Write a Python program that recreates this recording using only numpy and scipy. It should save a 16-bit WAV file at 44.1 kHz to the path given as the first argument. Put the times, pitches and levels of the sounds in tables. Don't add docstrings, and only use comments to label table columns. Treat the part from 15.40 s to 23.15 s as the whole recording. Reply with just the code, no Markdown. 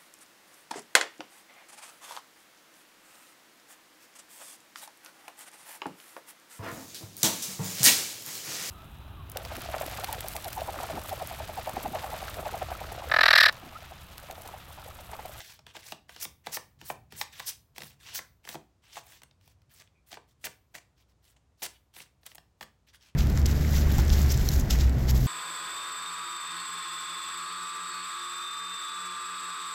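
import sys
import numpy as np
from scipy import signal
from scipy.fft import rfft, irfft
from scipy.io import wavfile

SR = 44100
rng = np.random.default_rng(int(sys.argv[2]) if len(sys.argv) > 2 else 0)


def pcm_store(signal):
    levels = np.round(np.clip(np.atleast_2d(signal), -1, 1) * 32767)
    wavfile.write(sys.argv[1], SR, levels.astype(np.int16).T)


N = 341775
TIME = np.arange(N) / SR

# time in seconds, crack in dB, air pop in dB,
# the pop's nominal pitch in Hz, palm thud in dB.
FLAT_LANDINGS = [(.2656, -41, -50, 1585, -56), (.3505, -60, -45.5, 800, -62),
                 (.3658, -37.5, -41.5, 1014, -52.5), (.5208, -29.5, -35.5, 745, -42),
                 (.6928, -43, -43.5, 1470, -66), (1.0688, -31, -34, 890, -45),
                 (1.1694, -31, -31.5, 1310, -49.5), (1.5002, -34.5, -27.5, 794, -37),
                 (1.8125, -21.5, -34, 850, -50.5), (1.9997, -32.5, -35.5, 1274, -74),
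                 (2.7905, -41.5, -35.5, 1530, -50), (3.0738, -48, -42, 1515, -62),
                 (3.1432, -39.5, -41.5, 997, -40.5), (3.1528, -42, -40, 796, -41.5),
                 (3.5675, -44, -37, 880, -77), (3.5755, -54, -41, 796, -54), (4.7708, -53, -42, 853, -49),
                 (5.0686, -39, -38.5, 1524, -46.5), (5.3504, -38, -45, 1265, -53.5),
                 (6.2209, -35.5, -51, 1560, -46.5), (7.2094, -37.5, -40.5, 1470, -49.5),
                 (7.2271, -37.5, -42.5, 1576, -54)]
# start and end in seconds,
# taps in dB, scrape in dB, the scrape's brightness in dB per octave.
LOOSE_LANDINGS = [(0, 0.018, -44.5, -57.5, -11), (0.346, 0.366, -51, -51.5, -10),
                  (1.967, 2.034, -59.5, -58, -1), (3.124, 3.131, -41.5, -47, -7),
                  (3.557, 3.59, -45.5, -53.5, -3), (3.629, 3.77, -63.5, -69.5, 15),
                  (4.397, 4.423, -58.5, -58, -7), (4.705, 4.762, -57, -53, -7),
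                  (5.041, 5.071, -40, -38.5, 0), (5.34, 5.388, -51, -54.5, 1.5),
                  (5.964, 5.98, -64.5, -81, -8), (6.22, 6.267, -40.5, -37.5, -3),
                  (6.855, 6.874, -58, -45.5, -6.5), (7.214, 7.238, -53.5, -54, 5)]


def slide_gestures(grip_s=0.02, release_s=0.08, whip_rise_s=0.03, whip_fall_s=0.034, brisk_db=-38):
    # grip and fastest moment
    # in seconds, drag in dB, whip in dB, the whip's brightness in dB per octave.
    strokes = [(0.334, 0.501, -57, -52.5, -3), (0.68, 0.828, -59, -39, 0.5), (1.036, 1.147, -58, -39, 0.5),
               (1.384, 1.497, -63, -47.5, 1), (1.7, 1.808, -57.5, -46.5, 1),
               (1.914, 2.086, -54, -37.5, 2.5), (2.346, 2.476, -57.5, -60, 5.5),
               (2.589, 2.765, -61.5, -38.5, -0.5), (3.03, 3.125, -62, -50.5, -2.5),
               (4.29, 4.396, -67.5, -62, -2.5), (6.53, 6.608, -62.5, -53, -5)]
    # start and length in seconds, level in dB,
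    # brightness in dB per octave.
    rubs = [(-.04, 0.23, -53.5, -5.5), (0.257, 0.077, -61, -12), (2.621, 0.2, -52.5, -9.5),
            (3.417, 0.13, -64.5, -9), (3.499, 0.13, -54.5, -6.5), (3.654, .16, -60.5, -6.5),
            (3.998, 0.15, -71, -5.5), (4.659, .07, -65.5, -1.5), (4.868, 0.071, -75, -4.5),
            (5.559, 0.086, -72.5, -7), (5.678, 0.051, -75.5, -6.5), (5.818, 0.13, -69.5, -4),
            (6.336, .04, -69, -28), (6.878, 0.065, -63, -5), (7.466, .05, -63.5, -8.5),
            (7.527, 0.049, -60.5, -7.5), (7.593, 0.13, -64.5, -9)]
    for grip, fastest, drag_db, whip_db, bright_db in strokes:
        moments = [grip, grip + grip_s, fastest, fastest + release_s]
        yield from_db(drag_db) * np.interp(TIME, moments, [0, from_db(-0.5), 1, 0]), -7.5
        rise_s = whip_rise_s * 2 ** ((brisk_db - whip_db) / 10.5)
        swing = np.interp(TIME, [max(fastest - rise_s, grip), fastest, fastest + whip_fall_s], [0, 1, 0])
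        yield from_db(whip_db) * np.sin(np.pi / 2 * swing), bright_db
    for start, length, db, bright_db in rubs:
        rub = np.interp((TIME - start) / length, [0, 0.26, 1 - 0.32, 1], [0, 1, 1, 0])
        yield from_db(db) * rub, bright_db
    for start, end, _, db, bright_db in LOOSE_LANDINGS:
        peak = start + 0.012
        yield from_db(db - 26.5) * np.interp(TIME, [start - 0.049, start, peak], [0, 1, 0]), -1.7
        scrape = np.interp(TIME, [start, peak, end, end + 0.0074], [0, 1, from_db(-11.5), 0])
        yield from_db(db) * scrape, bright_db


def friction_hiss(catches, brightness, pivot_hz, patchy_db=2.5):
    # frequency in Hz, spectral level in dB.
    friction_colour = [(150, -21), (400, -10.5), (800, -11), (1200, -3), (2000, -3.5), (3200, 0), (5000, 6),
                       (7500, -5), (10000, 1), (13000, 0), (15500, 4.5)]
    edges = 16500 * 2 ** np.arange(-7, .1, .5)
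    hiss, power = 0, 0
    for k, (low, high) in enumerate(zip(edges, edges[1:])):
        hz = np.sqrt(low * high)
        octaves = np.log2(hz / pivot_hz)
        away = octaves if octaves > 0 else 0.15 * min(-octaves, 1)
        gain = from_db(at_hz(friction_colour, hz) + brightness * away) * np.sqrt(high - low)
        gain *= from_db(patchy_db * drift(70))
        hiss += gain * rms_one(band(catches[k % 2], low, high))
        power += gain ** 2
    return hiss / np.sqrt(power)


def slides(catches_per_s=26000, snags_per_s=140, snag_s=0.0013, fast_db=-39, judder_db=2,
           sing_hz=5400, sing_width_hz=1500, rasp_hz=3100, rasp_width_hz=1000):
    power, brightness = np.full(N, 1e-14), np.zeros(N)
    for amplitude, bright_db in slide_gestures():
        power += amplitude ** 2
        brightness += amplitude ** 2 * bright_db
    brightness /= power
    level_db = 10 * np.log10(power)
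    t = TIME[:SR // 100]
    snags = signal.fftconvolve(grains(snags_per_s, spread_db=5), swell(t, snag_s))[:N]
    snags = from_db(-6) * rms_one(snags)
    snags /= 1 + from_db(level_db - fast_db + 6.5)
    catches = [grains(catches_per_s, spread_db=4.5) * np.sqrt(1 + snags ** 2) for _ in range(2)]
    hiss = friction_hiss(catches, brightness, rasp_hz)
    sing = noise_band(N, sing_hz - sing_width_hz / 2, sing_hz + sing_width_hz / 2)
    sing *= from_db(-2 + np.minimum(level_db - fast_db, 0))
    dullness = np.interp(brightness, [-12, -6], [1, 0])
    grit = band(grains(2500, spread_db=6.5), rasp_hz - rasp_width_hz / 2, rasp_hz + rasp_width_hz / 2)
    rasp = from_db(-2) * dullness * rms_one(grit)
    return (hiss + sing + rasp) * from_db(level_db + judder_db * drift(350) + 4)


def impacts(flat_treble_db=-15, click_pop_hz=1103, spread_octaves=0.45):
    # time in seconds, crack in dB,
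    # treble in dB against the crack.
    edge_clicks = [(.191, -45.5, -21), (.3604, -43, -29), (.7621, -37.5, -20), (.8513, -31, -20),
                   (1.0627, -42, -7.5), (1.4136, -41, -14), (1.7225, -40.5, -12), (1.9958, -35.5, -8),
                   (2.3615, -45.5, -9), (2.3809, -34, -8), (2.4041, -37.5, -27), (2.4189, -34, -15),
                   (2.4334, -38.5, -11), (3.0508, -42, -16.5), (3.0893, -30.5, -9.5), (3.8181, -47.5, -15),
                   (3.833, -45, -6), (3.9105, -55.5, -28), (4.011, -61, -14), (4.0761, -55, -5),
                   (4.218, -62, -14), (4.474, -60, -21), (4.7176, -41.5, -13), (4.7275, -35, -27),
                   (4.7414, -40, -15), (6.2428, -39, -21), (6.2628, -42, -3), (6.5641, -41, -24),
                   (6.6025, -40, -31), (6.8319, -53, -20), (6.8632, -47, 6.5), (6.916, -49, -22),
                   (6.9482, -52, 1.5), (6.9537, -48, 2.5), (6.9812, -43, -17)]
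    for s, crack_db, pop_db, pop_hz, thud_db in FLAT_LANDINGS:
        yield s, crack_db, flat_treble_db, pop_db, pop_hz, thud_db
    for s, crack_db, treble_db in edge_clicks:
        pop_hz = click_pop_hz * 2 ** (spread_octaves * rng.standard_normal())
        yield s, crack_db, treble_db, crack_db - 12.5, pop_hz, crack_db - 16


def slaps(crack_s=0.0011, pop_s=0.0018, thud_s=0.0041, thud_hz=290, flex_ratio=2.2,
          start_ratio=1.592, end_ratio=0.32, fall_s=0.00476):
    # frequency in Hz, spectral level in dB.
    crack_colour = [(200, -21.5), (800, 0), (1400, -5), (2000, -0.5), (3500, 4), (5500, 2.5), (8000, -21.5),
                    (16000, -48)]
    t = TIME[:SR // 20]
    pitch_ratio = end_ratio + (start_ratio - end_ratio) * np.exp(-t / fall_s)
    glide = 2 * np.pi * np.cumsum(pitch_ratio) / SR
    cracks, layers = np.zeros(N), np.zeros(N)
    for s, crack_db, treble_db, pop_db, pop_hz, thud_db in impacts():
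        taps, fine_taps = np.tanh(1.5 * rng.standard_normal((2, len(t)))) * swell(t, crack_s)
        flex = band(taps, flex_ratio * pop_hz / 2, flex_ratio * pop_hz)
        add(cracks, s, from_db(crack_db) * burst(taps + 0.25 * flex))
        add(layers, s, from_db(crack_db + treble_db) * burst(band(fine_taps, 6000, 20000)))
        air = np.sin(pop_hz * glide) + 0.71 * noise_band(len(t), 500, 2200)
        add(layers, s + 0.0003, from_db(pop_db) * burst(air * swell(t, pop_s)))
        palm = np.sin(thud_hz * glide) + noise_band(len(t), 160, 560)
        add(layers, s + 0.002, from_db(thud_db + 0.5) * burst(palm * swell(t, thud_s)))
    return from_db(-3.5) * coloured(cracks, crack_colour) + from_db(0.04) * layers


def patter(taps_per_s=1800, fade_s=0.0039, clump_db=3, flutter_db=-12.5, flutter_s=0.014):
    # frequency in Hz, spectral level in dB.
    edge_colour = [(100, -12), (250, -8), (480, -4.5), (720, 0), (1200, -5.5), (1800, -0.5), (3500, -1.5),
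                   (7000, -5.5), (16000, -32)]
    level = np.zeros(N)
    for start, end, db, *_ in LOOSE_LANDINGS:
        level += from_db(db) * np.clip(np.minimum(TIME - start, end - TIME) / fade_s + .5, 0, 1)
    for s, crack_db, *_ in FLAT_LANDINGS:
        level += from_db(crack_db + flutter_db) * np.interp(TIME, [s, s + flutter_s], [1, 0], left=0)
    taps = grains(taps_per_s, spread_db=2)
    clumps = rms_one(from_db(clump_db * drift(400)))
    return coloured(level * taps * clumps, edge_colour)


def palm_thumps(start_hz=700, end_hz=105, fall_s=0.00637, swell_s=0.0066, breath=0.22):
    # time in seconds, level in dB.
    thumps = [(1.068, -45), (1.419, -47), (1.726, -45.5), (2.378, -45), (2.427, -47), (3.151, -40.5)]
    t, out = TIME[:SR // 20], np.zeros(N)
    turns = np.cumsum(end_hz + (start_hz - end_hz) * np.exp(-t / fall_s)) / SR
    for s, db in thumps:
        air = np.sin(2 * np.pi * turns) + breath * noise_band(len(t), 120, 700)
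        add(out, s, from_db(db) * burst(air * t * np.exp(-(t / swell_s / 2) ** 2)))
    return out


def squeaks(width_hz=260):
    # start and length in seconds, pitch in Hz, level in dB.
    sticky_slips = [(2.786, 0.098, 1450, -55.5), (4.54, 0.082, 2340, -73.5), (7.218, .1, 1990, -71.5)]
    out = np.zeros(N)
    for start, length, hz, db in sticky_slips:
        tone = noise_band(N, hz - width_hz / 2, hz + width_hz / 2)
        envelope = np.interp(TIME, [start, start + length / 4, start + length], [0, 1, 0])
        out += from_db(db) * tone * envelope
    return out


def room(x, first_wall_s=0.0055, build_s=0.00057):
    # delay in milliseconds, gain as a factor.
    reflections = [(1.15, 0.029), (2.5, 0.047), (4.4, 0.092)]
    # frequency in Hz, seconds to fall by 60 dB.
    decay_times = [(150, 0.32), (700, 0.23), (2000, 0.3), (5000, .28), (9000, 0.2), (15000, 0.49)]
    # frequency in Hz, level in dB.
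    tail_colour = [(150, -2), (700, -5.5), (2000, -11), (5000, -11.5), (9000, -7.5), (15000, -21)]
    t = TIME[:SR // 2]
    response = np.zeros(len(t))
    response[0] = 1
    for ms, gain in reflections:
        response[round(ms * SR / 1000)] += gain
    edges = 80 * 2 ** np.arange(9)
    onset = np.clip((t - first_wall_s) / build_s, 0, 1)
    for low, high in zip(edges, edges[1:]):
        hz = np.sqrt(low * high)
        tail = noise_band(len(t), low, high) * onset * from_db(-60 * t / at_hz(decay_times, hz))
        tail *= np.sqrt(2 * (high - low) / SR / np.sum(tail ** 2))
        response += from_db(at_hz(tail_colour, hz)) * tail
    return signal.fftconvolve(x, response)[:N]


def background(hum_hz=60, hum_db=-75):
    # frequency in Hz, spectral level in dB.
    air_colour = [(15, -37), (25, -11.5), (82, -0.5), (166, -13), (309, -16.5), (476, -19), (516, -19.5),
                  (695, -20), (775, -22), (1070, -22.5), (1480, -27), (1610, -29), (5430, -34.5),
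                  (7110, -35), (16000, -50.5)]
    # time in seconds, level in dB.
    handling = [(0, -67), (1, -67), (1.7, -59), (2.2, -69.5), (2.7, -63.5), (3.3, -74.5), (4, -67.5),
                (4.5, -71.5), (7.75, -77)]
    air = from_db(-68.5 - 2) * rms_one(coloured(rng.standard_normal(N), air_colour))
    hum = from_db(hum_db) * np.sqrt(2) * np.sin(2 * np.pi * hum_hz * TIME)
    rumble = from_db(np.interp(TIME, *np.transpose(handling))) * noise_band(N, 58, 135)
    return air + hum + rumble


def from_db(db):
    return 10 ** (np.asarray(db) / 20)


def rms_one(x):
    return x / np.sqrt(np.mean(x ** 2) + 1e-20)


def burst(x):
    return x / np.sqrt(np.sum(x ** 2) / (.004 * SR) + 1e-20)


def swell(t, peak_s):
    return t * np.exp(-t / peak_s)


def at_hz(points, hz):
    frequencies, values = np.transpose(points)
    return np.interp(np.log(np.maximum(hz, 1)), np.log(frequencies), values)


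def add(out, s, sound):
    i = max(round(s * SR), 0)
    out[i:i + len(sound)] += sound[:N - i]


def band(x, low_hz, high_hz):
    sos = signal.butter(2, [low_hz, min(high_hz, .45 * SR)], "band", fs=SR, output="sos")
    return signal.sosfilt(sos, x)


def noise_band(samples, low_hz, high_hz):
    return rms_one(band(rng.standard_normal(samples), low_hz, high_hz))


def coloured(x, spectrum, size=8192):
    gain = rms_one(from_db(at_hz(spectrum, np.fft.rfftfreq(size, 1 / SR))))
    cepstrum = irfft(np.log(gain))
    cepstrum[1:size // 2] *= 2
    cepstrum[size // 2 + 1:] = 0
    return signal.fftconvolve(x, irfft(np.exp(rfft(cepstrum))))[:len(x)]


def drift(per_s):
    return rms_one(np.interp(TIME * per_s, np.arange(N), rng.standard_normal(N)))


def grains(per_s, spread_db):
    sizes = from_db(spread_db * np.clip(rng.standard_normal(N), -2, 2)) * rng.choice([-1, 1], N)
    return rms_one(sizes * (rng.random(N) < per_s / SR))


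def scene():
    # frequency in Hz, relative gain in dB.
    hand_colour = [(150, 0), (255, -3.5), (345, 1), (530, -0.5), (680, 3.5), (900, 3), (1100, -2),
                   (1400, -1.5), (1750, 2), (2400, 1), (3000, 0), (5000, -4.5), (7800, 3.5), (10000, 0),
                   (16000, 2.5)]
    cards = coloured(slides() + slaps() + patter() + palm_thumps() + squeaks(), hand_colour)
    return (room(cards) + background())[None]


def record(dry, low_cut_hz=42, high_cut_hz=16200):
    thin = signal.sosfilt(signal.butter(3, low_cut_hz, "high", fs=SR, output="sos"), dry)
    return signal.sosfilt(signal.ellip(12, .2, 70, high_cut_hz, fs=SR, output="sos"), thin)


dry = scene()
out = record(dry)
pcm_store(out)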